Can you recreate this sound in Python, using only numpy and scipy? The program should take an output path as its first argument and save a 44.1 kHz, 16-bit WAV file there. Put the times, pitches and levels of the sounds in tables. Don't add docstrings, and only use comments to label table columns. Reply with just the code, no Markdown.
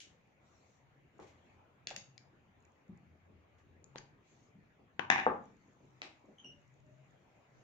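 import sys
import numpy as np
from scipy import signal
from scipy.fft import rfft, irfft
from scipy.io import wavfile
from scipy.ndimage import uniform_filter1d

SR = 44100
rng = np.random.default_rng(int(sys.argv[2]) if len(sys.argv) > 2 else 0)


def to_linear_factor(level_db):
    exponent = np.asarray(level_db, float) / 20
    return 10 ** exponent


def dump(signal):
    limited = np.clip(np.atleast_2d(signal).T, -1, 1)
    pcm = np.round(limited * 32767).astype(np.int16)
    wavfile.write(sys.argv[1], SR, pcm)


N = 336483

# frequency in Hz, left-right likeness of diffuse sound from 0 to 1.
LIKENESS = [(60, 1), (120, 0.85), (240, 0.75), (480, .48), (950, 0.025), (1900, 0.0032)]
# frequency in Hz, time for the room tail to fall 60 dB in seconds.
ROOM_T60 = [(100, 1), (300, 0.36), (1000, 0.35), (3000, 0.31), (6000, 0.3), (7800, 0.34), (10000, 0.12)]
# mode frequency in Hz, width in Hz.
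RUMBLE_MODES = [(88, 13), (132, 14)]

# frequency in Hz, level in dB per Hz.
AIR_TONE = [(15, -70), (28, -43), (45, -19.5), (100, -0.5), (300, -6.5), (450, -10), (800, -12.5),
            (1500, -18), (2300, -17), (4200, -34), (5600, -40), (6800, -34.5), (8000, -53), (15500, -46.5)]
RUSTLE_TONE = [(2500, -14), (3500, -3.5), (5000, -6), (6600, 2), (7300, -2), (8060, -22), (10500, -42.5)]
STIR_TONE = [(150, -10.5), (300, 1.5), (700, 6.5), (1300, -3.5), (3000, -36.5)]
SCUFF_TONE = [(700, -18.5), (1500, 1.5), (2300, 1.5), (3300, -11), (4500, -18.5), (8000, -46)]

# start in seconds, length in seconds, level in dB.
LOW_SWELLS = [(.4, 0.55, -79), (1.15, 0.71, -75.5), (2.2, 0.63, -71.5), (2.9, 1.04, -69), (4.9, .55, -71),
              (7.1, 0.37, -80.5)]
HIGH_SWELLS = [(.7, 0.49, -74.5), (1.7, 0.72, -71.5), (2.8, 0.18, -72), (3.702, .55, -71), (5, 0.51, -62.5),
               (5.6, 0.69, -77), (6.42, .8, -66.5), (7.42, 0.43, -66.5)]
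RUSTLES = [(-.1, 0.49, -100.5), (0.392, 0.46, -84), (1.1, 0.53, -94.5), (2.55, 0.33, -99),
           (4.202, 0.34, -83.5), (5.2, .9, -101.5), (5.2, 2.6, -95.5), (7.51, 0.28, -89.5)]
STIRS = [(.3, 0.65, -69.5), (1.05, 1, -67), (2.5, 0.73, -71), (4.2, 0.38, -76), (4.95, 0.63, -58.5),
         (5.7, 0.81, -70), (6.95, 0.61, -64.5), (7.4, 0.48, -67)]
SCUFFS = [(1.1, 0.66, -66), (3.6, 0.63, -80), (6, 0.26, -67), (6.8, 1.4, -76)]
MOANS = [
    (6.45, 0.27, -76.5),
    (6.75, 0.36, -68.5),
]

# start in seconds, peak in dB, left-right balance in dB, contact in ms, room level in dB.
LATCH = [
    (.001, -44.5, 2.2, 3.6, 1.9),
]
HANDLE = [
    (1.1905, -45.5, 1.1, 4.34, 2.5),
    (1.218, -55, 3.7, 8, -10),
]
TIP = [
    (1.8701, -28, 1.8, 1.63, -6.5),
    (1.8916, -39, 2.0, 1.5, -12),
    (1.9034, -35.5, 0.5, 1.8, -8),
    (1.884, -46, 1.5, 2.1, -10),
    (1.9095, -45.5, 1.5, 2.4, -9),
]
GRIP = [
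    (1.9075, -42, -1, 3.63, -2.5),
]
SHAFT = [
    (1.9621, -31, 3.1, 1.24, -6),
    (1.9734, -51, 2.5, 1.1, -6),
    (1.9844, -51, 1.5, 1.5, -7),
]
ELBOW = [
    (1.972, -52, 4.1, 4.3, -9.5),
    (2.888, -45.5, 2.4, 9, -4.5),
    (4.545, -57.5, 2.4, 5.1, -2),
]
TOUCH = [
    (2.1779, -43.5, 10, 1, -7.5),
]
SLIP = [
    (3.8415, -49, 3, 0.49, -15),
]
SEAT = [
    (3.9485, -52.5, 2, 3.8, 1.9),
]
PRY = [
    (3.957, -34, 0.74, 1.793, -6.5),
]
PIN = [
    (3.964, -57, 4, 1.5, -5),
    (3.9748, -53, 4, 1.5, -5),
    (3.9812, -40, 6.9, 2.004, -11),
]
NUDGE = [
    (4.993, -24, 11, 1.9, -5.5),
    (5.015, -44.5, 6, 2.2, -9),
]
CLACK = [
    (5.1, -8.5, 4.5, 1.8, -6),
]
RATTLE = [(5.111, -24.5, 5, 3.3, -2), (5.121, -24, 10, 2.6, -10.5), (5.131, -25, 1, 1.2, -5.5),
          (5.139, -29.5, 0.5, 1.3, -4.5), (5.158, -19, -2, 2.36, -7.5), (5.167, -32.5, 10, 2.7, 2.5),
          (5.18, -23.5, 4.5, 1.52, 0), (5.188, -32, 9, 1.5, -5), (5.198, -28, 4, 1.44, -9)]
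THUD = [
    (5.2642, -12.5, 1.4, 1.38, -6),
    (5.27, -21, 1.5, 2.9, -10),
    (5.28, -23, 1.0, 1.1, -9),
    (5.286, -27.5, 1.02, 4.3, -3),
]
LEVER = [
    (6.017, -28, -0.44, 1.2, -4),
]

# start in seconds, peak in dB, contact in ms.
BUMPS = [(0.95, -68, 11), (3.318, -61, 5.1), (3.818, -62, 9.4), (4.309, -67.5, 37), (4.788, -62, 12),
         (5.799, -59, 15), (5.839, -66, 11), (6.235, -60, 20), (6.277, -57.5, 28), (6.44, -57.5, 14),
         (7.589, -67.5, 19)]
SCRAPES = [
    (1.197, -59, 4.6),
    (1.212, -64, 42),
    (1.262, -68, 57),
    (3.575, -74.5, 29),
]
# start in seconds, peak in dB.
TICKS = [(0.2735, -74), (1.1817, -68), (2.604, -69.5), (2.6243, -71), (2.6504, -63), (2.7195, -72),
         (2.8799, -74), (2.974, -69), (5.4396, -71), (5.455, -67), (5.567, -69)]
# first slip in seconds, last slip in seconds, peak in dB.
CREEPS = [(5.622, 5.732, -74), (5.8533, 5.9065, -71), (6.1945, 6.2567, -74), (6.6153, 6.864, -71.5),
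          (6.9812, 7.1079, -73)]
# start in seconds, pitch in Hz, level in dB, length in ms.
SQUEAKS = [
    (6.383, 3124, -55, 6),
    (6.443, 2882, -48.5, 8.7),
]
# level in dB of the squeak's successive harmonics, the fundamental first.
SQUEAK_OVERTONES_DB = [0.5, -12.5, -32.5]

# frequency in Hz, level in dB per Hz.
LATCH_TONE = [(710, -52), (1200, -44.5), (1520, -19), (1860, -21), (2150, -7.5), (2500, -10), (3020, -3),
              (3280, -6.5), (4920, -13), (6660, -7.5), (8060, -26), (10500, -25), (17700, -120)]
TICK_TONE = [(2500, -25), (4800, -7), (6000, -2.5), (6900, 13.5), (7600, -10), (8600, -15.5),
             (12000, -50.5)]
BUMP_TONE = [(100, -18), (220, 0.5), (330, 0), (550, -1), (900, -14.5), (2000, -40), (4000, -61.5)]
HANDLE_TONE = [(60, -29), (100, -6), (240, -10), (340, -0.5), (460, 1.5), (650, -7), (820, -2.5),
               (1280, -12.5), (2200, -26), (4000, -61)]
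SCRAPE_TONE = [(1200, -23), (2200, 6), (3300, 0.5), (5000, -5.5), (6700, -0.5), (7600, -9), (8300, -26)]
TIP_TONE = [(410, -13), (700, -12), (895, -28), (1850, -8.5), (2130, -11), (2730, -5.5), (3210, -16),
            (3450, -5.5), (3710, -10.5), (6240, -9.5), (6840, -13), (8060, -27), (10500, -62),
            (17700, -120)]
GRIP_TONE = [(120, -37), (300, -27), (570, -2.5), (680, -6), (790, -3), (1160, -17), (1900, -13),
             (3200, -25), (5000, -67)]
SHAFT_TONE = [(710, -25), (1200, -15), (1650, -11), (2060, -1.5), (2480, -11), (2640, -6.5), (3170, -10.5),
              (3780, 0), (4160, -14), (4610, -0.5), (5040, -9), (5540, 0.5), (5910, -16), (6400, 3),
              (8060, -27.5), (10500, -32), (17700, -120)]
ELBOW_TONE = [(24, -47.5), (45, -18), (110, -6), (175, 2), (275, -13.5), (370, -12), (500, -31.5),
              (900, -65)]
TOUCH_TONE = [(880, -49), (1500, -19), (2270, 2), (2580, -18), (2810, -5), (4300, -4), (5030, 1),
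              (5790, -6), (7000, 1), (8060, -37), (10500, -61), (17700, -120)]
SEAT_TONE = [(300, -24), (700, -10), (900, 11), (1150, -15), (2500, -59)]
PRY_TONE = [(100, -5), (200, -0.5), (550, -1.5), (1100, -4.5), (1800, -3.5), (2700, -8.5), (3300, -12),
            (3700, -11), (4100, -13.5), (4700, -23), (6800, -22), (8100, -29), (10000, -69)]
PIN_TONE = [(470, -25), (800, -5), (1250, -27), (1500, -6), (2690, -8), (3900, -19), (4600, -7.5),
            (5340, -9), (5820, -21), (6350, -7), (8000, -33), (10400, -60), (17600, -120)]
NUDGE_TONE = [(47, -34.5), (80, -11), (315, -7), (520, -8.5), (573, -16), (668, -9), (965, 0), (1310, -9),
              (1530, -5.5), (3070, -14.5), (5070, -31), (6520, -28.5), (8060, -53), (10500, -87),
              (17700, -120)]
CLACK_TONE = [(47, -51.5), (80, -23.5), (231, -10), (530, -21.5), (751, -7), (1170, -9.5), (1340, -16),
              (1720, -3.5), (2580, -12), (3190, -21.5), (3510, -14.5), (4350, -28), (6520, -20),
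              (7610, -36), (8060, -65.5), (10500, -99), (17700, -120)]
RATTLE_TONE = [(80, -24), (231, -9), (530, -19), (780, -2.5), (1300, -13), (1800, -5.5), (2600, -11.5),
               (3200, -23.5), (3700, -19), (4400, -33.5), (6500, -32), (7600, -41.5), (8060, -66),
               (10500, -99)]
THUD_TONE = [(24, -52.5), (40, -27), (86, -15), (140, -22), (232, -3), (344, -12.5), (431, -1.5), (638, -7),
             (783, -1), (981, -4.5), (1180, -5), (1600, -13), (3500, -41), (4550, -78), (7700, -120)]
LEVER_TONE = [(88, -33), (150, -25), (307, -2.5), (415, -11), (466, -6), (863, -3.5), (1110, -10),
              (1250, -5), (1650, -10), (2350, -3), (6490, -14.5), (8060, -25), (10500, -64), (17700, -120)]

# frequency in Hz, width in Hz, level over the colour in dB.
TIP_RINGS = [(1700, 200, 2), (2720, 150, 5), (3430, 130, 4.4), (4400, 170, 4), (6960, 230, 3)]
SHAFT_RINGS = [(2710, 190, 10), (4640, 120, -1), (6570, 120, 7.5), (8200, 45, 8)]
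TOUCH_RINGS = [(1870, 90, 5), (2310, 100, 5), (4150, 93, 5), (5000, 160, 6.8)]
PRY_RINGS = [(484, 180, 1.8), (1840, 100, 4), (3240, 180, 6), (4100, 190, 6.6)]
PIN_RINGS = [(4560, 150, 4), (6380, 150, 4.9)]
NUDGE_RINGS = [(958, 92, 3), (1500, 98, 4), (2580, 81, 2), (3020, 110, 2)]
CLACK_RINGS = [(785, 50, 1), (974, 70, 3.5), (1760, 54, 6.5), (2000, 110, 2.5), (2540, 70, 0.5),
               (2810, 140, 5.5), (3610, 180, -0.5), (5400, 280, -1)]
THUD_RINGS = [(464, 68, 3.3), (855, 45, 4), (1223, 56, 2), (1800, 90, 3)]
LEVER_RINGS = [(340, 64, 2.6), (780, 220, 3.4), (1960, 140, 6.3), (2600, 110, 4), (3950, 260, 4.9),
               (5100, 220, 2.1)]


def evened(x):
    return x / np.sqrt(np.mean(x ** 2) + 1e-20)


def read(points, hz):
    f, value = np.transpose(points)
    return np.interp(np.log(hz + 1), np.log(f + 1), value)


def add(mix, s, sound):
    part = mix[..., max(round(s * SR), 0):][..., :sound.shape[-1]]
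    part += sound[..., :part.shape[-1]]


def pair(shape, hz):
    a, b, c, d = rng.standard_normal((*shape, 4)).T
    left, other = a + 1j * b, c + 1j * d
    same = np.clip(read(LIKENESS, hz), -1, 1)[:, None]
    return np.array([left, same * left + np.sqrt(1 - same ** 2) * other])


def noise(tone, patchy_db):
    hz, shape = np.fft.rfftfreq(1024, 1 / SR), (N // 256 + 5, 513)
    patches = uniform_filter1d(rng.standard_normal(shape), 10, 0)
    patches = evened(uniform_filter1d(patches, 10, 1)).T
    patches = patches * (hz[:, None] < SR / 5.5)
    z = pair(shape, hz) * to_linear_factor(read(tone, hz)[:, None] + patchy_db * patches)
    return evened(signal.istft(z, nperseg=1024, noverlap=768)[1][:, :N])


def swells(rows, rest_db, edge_s):
    t, gain = np.arange(N) / SR, to_linear_factor(rest_db)
    for s, length, db in rows:
        edge = np.clip(np.minimum(t - s, s + length - t) / min(edge_s, length / 2), 0, 1)
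        gain = gain + to_linear_factor(db) * np.sin(np.pi / 2 * edge) ** 2
    return gain


def resonate(x, hz, width):
    turn = np.exp(2j * np.pi * np.cumsum(hz * np.ones(x.shape[-1])) / SR)
    r = np.exp(-np.pi * width / SR)
    return 2 * (turn * signal.lfilter([1 - r], [1, -r], x / turn)).real


def knock_shape(tone, rings, sparkle_db):
    hz = abs(np.fft.fftfreq(4096, 1 / SR))
    lift = 1 + sum(to_linear_factor(db) / np.hypot(1, 2 * (hz - f) / width) for f, width, db in rings)
    shelf = to_linear_factor(sparkle_db) / np.hypot(1, (8000 / (hz + 1)) ** 6) / np.hypot(1, (hz / 15300) ** 30)
    log_gain = np.log(to_linear_factor(read(tone, hz)) * lift + shelf + to_linear_factor(-100))
    response = np.fft.ifft(np.exp(np.conj(signal.hilbert(log_gain)))).real
    return response[:2048] * np.hanning(4096)[2048:]


def add_knocks(near, send, rows, tone, lead_ms, sparkle_db, rings=()):
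    t, body = np.arange(4000) / SR, knock_shape(tone, rings, sparkle_db)
    hz = np.fft.rfftfreq(len(t), 1 / SR)
    apart = 1 / np.hypot(1, (400 / (hz + 1)) ** 2)
    grit = rng.standard_normal((len(rows), 3, len(t)))
    for (s, db, pan_db, ms, wet_db), (common, left, right) in zip(rows, grit):
        u = 1000 * t / ms
        shape = np.exp(-u) * (1 - np.exp(-u / 0.36))
        burst = rfft(shape * common) + apart * rfft(shape * np.array([1.2 * left, 0.61 * right]))
        burst = np.sqrt(shape) * irfft(burst / (abs(burst) + 1e-9) ** .75)
        strike = to_linear_factor(0.5) * np.exp(-ms / 2.4) * np.linalg.norm(burst[0]) * (np.arange(len(t)) == shape.argmax())
        ring = signal.fftconvolve(burst + strike, body[None], axes=1)
        ring = to_linear_factor(db + 3.0) * ring / abs(ring).max()
        add(near[0], s + .0007 - lead_ms / 2000, ring[0] * to_linear_factor(pan_db / 2))
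        add(near[1], s + 0.00065 + lead_ms / 2000, ring[1] / to_linear_factor(pan_db / 2))
        add(send, s, body * np.linalg.norm(ring[0]) / np.linalg.norm(body) * to_linear_factor(wet_db))


def placed(rows, pan_db, wet_db):
    return [(s, db, pan_db, ms, wet_db) for s, db, ms in rows]


def still_air():
    return to_linear_factor(-68.5) * noise(AIR_TONE, patchy_db=2.5)


def house_rumble(wide):
    low = swells(LOW_SWELLS, rest_db=-88, edge_s=.25)
    high = swells(HIGH_SWELLS, rest_db=-83.5, edge_s=.18)
    return sum(gain * evened(resonate(resonate(wide, hz, width), hz, 2 * width))
               for gain, (hz, width) in zip((low, high), RUMBLE_MODES))


def sleeve_rustle():
    return to_linear_factor(4.5) * swells(RUSTLES, rest_db=-101, edge_s=.1) * noise(RUSTLE_TONE, patchy_db=3.0)


def latch(near, send):
    add_knocks(near, send, LATCH, LATCH_TONE, .07, -42)


def ticks(near, send):
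    gap_s, spread_db = .06, 1.5
    slips = [(s, db) for first, last, db in CREEPS
             for s in np.linspace(first, last, round((last - first) / gap_s) + 1)]
    spread = spread_db * rng.standard_normal(len(slips))
    rows = list(TICKS) + [(s, db + d) for (s, db), d in zip(slips, spread)]
    rows = placed([(s, db, .6) for s, db in rows], pan_db=-4.0, wet_db=-27.0)
    add_knocks(near, send, rows, TICK_TONE, .026, -39)


def arm_stir():
    return to_linear_factor(-8.5) * swells(STIRS, rest_db=-80, edge_s=0.24) * noise(STIR_TONE, patchy_db=4.0)


def bumps(near, send):
    add_knocks(near, send, placed(BUMPS, pan_db=1.0, wet_db=-2.5), BUMP_TONE, .05, -90)


def finger_scuff():
    return to_linear_factor(-6.5) * swells(SCUFFS, rest_db=-87, edge_s=0.35) * noise(SCUFF_TONE, patchy_db=5.0)


def screwdriver_handle(near, send):
    add_knocks(near, send, HANDLE, HANDLE_TONE, .01, -75)
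    add_knocks(near, send, placed(SCRAPES, pan_db=2.0, wet_db=0.0), SCRAPE_TONE, .05, -36)


def screwdriver_prods(near, send):
    add_knocks(near, send, TIP, TIP_TONE, .07, -47, TIP_RINGS)
    add_knocks(near, send, GRIP, GRIP_TONE, .01, -70)
    add_knocks(near, send, SHAFT, SHAFT_TONE, .048, -30, SHAFT_RINGS)
    add_knocks(near, send, TOUCH, TOUCH_TONE, .07, -46, TOUCH_RINGS)


def elbow(near, send):
    add_knocks(near, send, ELBOW, ELBOW_TONE, .2, -90)


def prying(near, send):
    add_knocks(near, send, SLIP, TICK_TONE, .11, -44)
    add_knocks(near, send, SEAT, SEAT_TONE, .1, -80)
    add_knocks(near, send, PRY, PRY_TONE, .2, -76, PRY_RINGS)
    add_knocks(near, send, PIN, PIN_TONE, .13, -46, PIN_RINGS)


def pistol_turned(near, send):
    add_knocks(near, send, NUDGE, NUDGE_TONE, .29, -72, NUDGE_RINGS)
    add_knocks(near, send, CLACK, CLACK_TONE, .27, -78, CLACK_RINGS)
    add_knocks(near, send, RATTLE, RATTLE_TONE, .27, -90, CLACK_RINGS)
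    add_knocks(near, send, THUD, THUD_TONE, .29, -78, THUD_RINGS)


def lever(near, send):
    add_knocks(near, send, LEVER, LEVER_TONE, -.2, -54, LEVER_RINGS)


def squeaks():
    out = np.zeros(N)
    for s, hz, db, ms in SQUEAKS:
        u = np.linspace(0, 1, round(ms * SR / 1000))
        turns = np.cumsum(hz * (1.025 - 0.059 * u)) / SR
        tones = sum(to_linear_factor(g) * np.sin(2 * np.pi * k * turns) for k, g in enumerate(SQUEAK_OVERTONES_DB, 1))
        add(out, s, to_linear_factor(db) * tones * np.sin(np.pi * u))
    return out


def far_moan(wide):
    hz = 573 + 88 * np.maximum(np.arange(N) / SR - 6.45, 0)
    return swells(MOANS, rest_db=-110, edge_s=0.16) * evened(resonate(resonate(wide, hz, 28), hz, 30))


def background():
    wide = noise([(20, -0.5), (2000, -0.5), (4000, -40.5)], patchy_db=-0.5)
    diffuse = still_air() + sleeve_rustle() + arm_stir() + finger_scuff() + far_moan(wide)
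    return diffuse * to_linear_factor([[.8], [-.8]]) + house_rumble(wide) * to_linear_factor([[1.3], [-1.3]])


def room(x):
    hz, t = np.fft.rfftfreq(256, 1 / SR), np.arange(360) * 64 / SR
    z = pair((len(t), len(hz)), hz) * to_linear_factor(-60 * t / read(ROOM_T60, hz)[:, None])
    tail = signal.istft(z, nperseg=256, noverlap=192)[1]
    t = np.arange(tail.shape[1]) / SR
    lumps = evened(uniform_filter1d(rng.standard_normal(len(t)), 90))
    lumps = to_linear_factor(1.8 * lumps * np.exp(-t / .06))
    tail = tail * lumps * (1 - np.exp(-np.maximum(t - .004, 0) / 0.0039))
    return signal.fftconvolve(x[None], tail / np.linalg.norm(tail[0]), axes=1)[:, :N]


def scene():
    near, send = np.zeros((2, N)), np.zeros(N)
    for source in (latch, ticks, bumps, screwdriver_handle, screwdriver_prods, elbow,
                   prying, pistol_turned, lever):
        source(near, send)
    far = squeaks()
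    direct = near + far * to_linear_factor([[1.5], [-1.5]])
    walls = room(send + to_linear_factor(5.0) * far) * to_linear_factor([[.8], [-.8]])
    return direct + walls + background()


def low_pass(x):
    return signal.sosfilt(signal.butter(12, 15800, fs=SR, output="sos"), x)


def record(dry):
    ceiling = 0.93
    return low_pass(ceiling * np.tanh(dry / ceiling))


dry = scene()
out = record(dry)
dump(out)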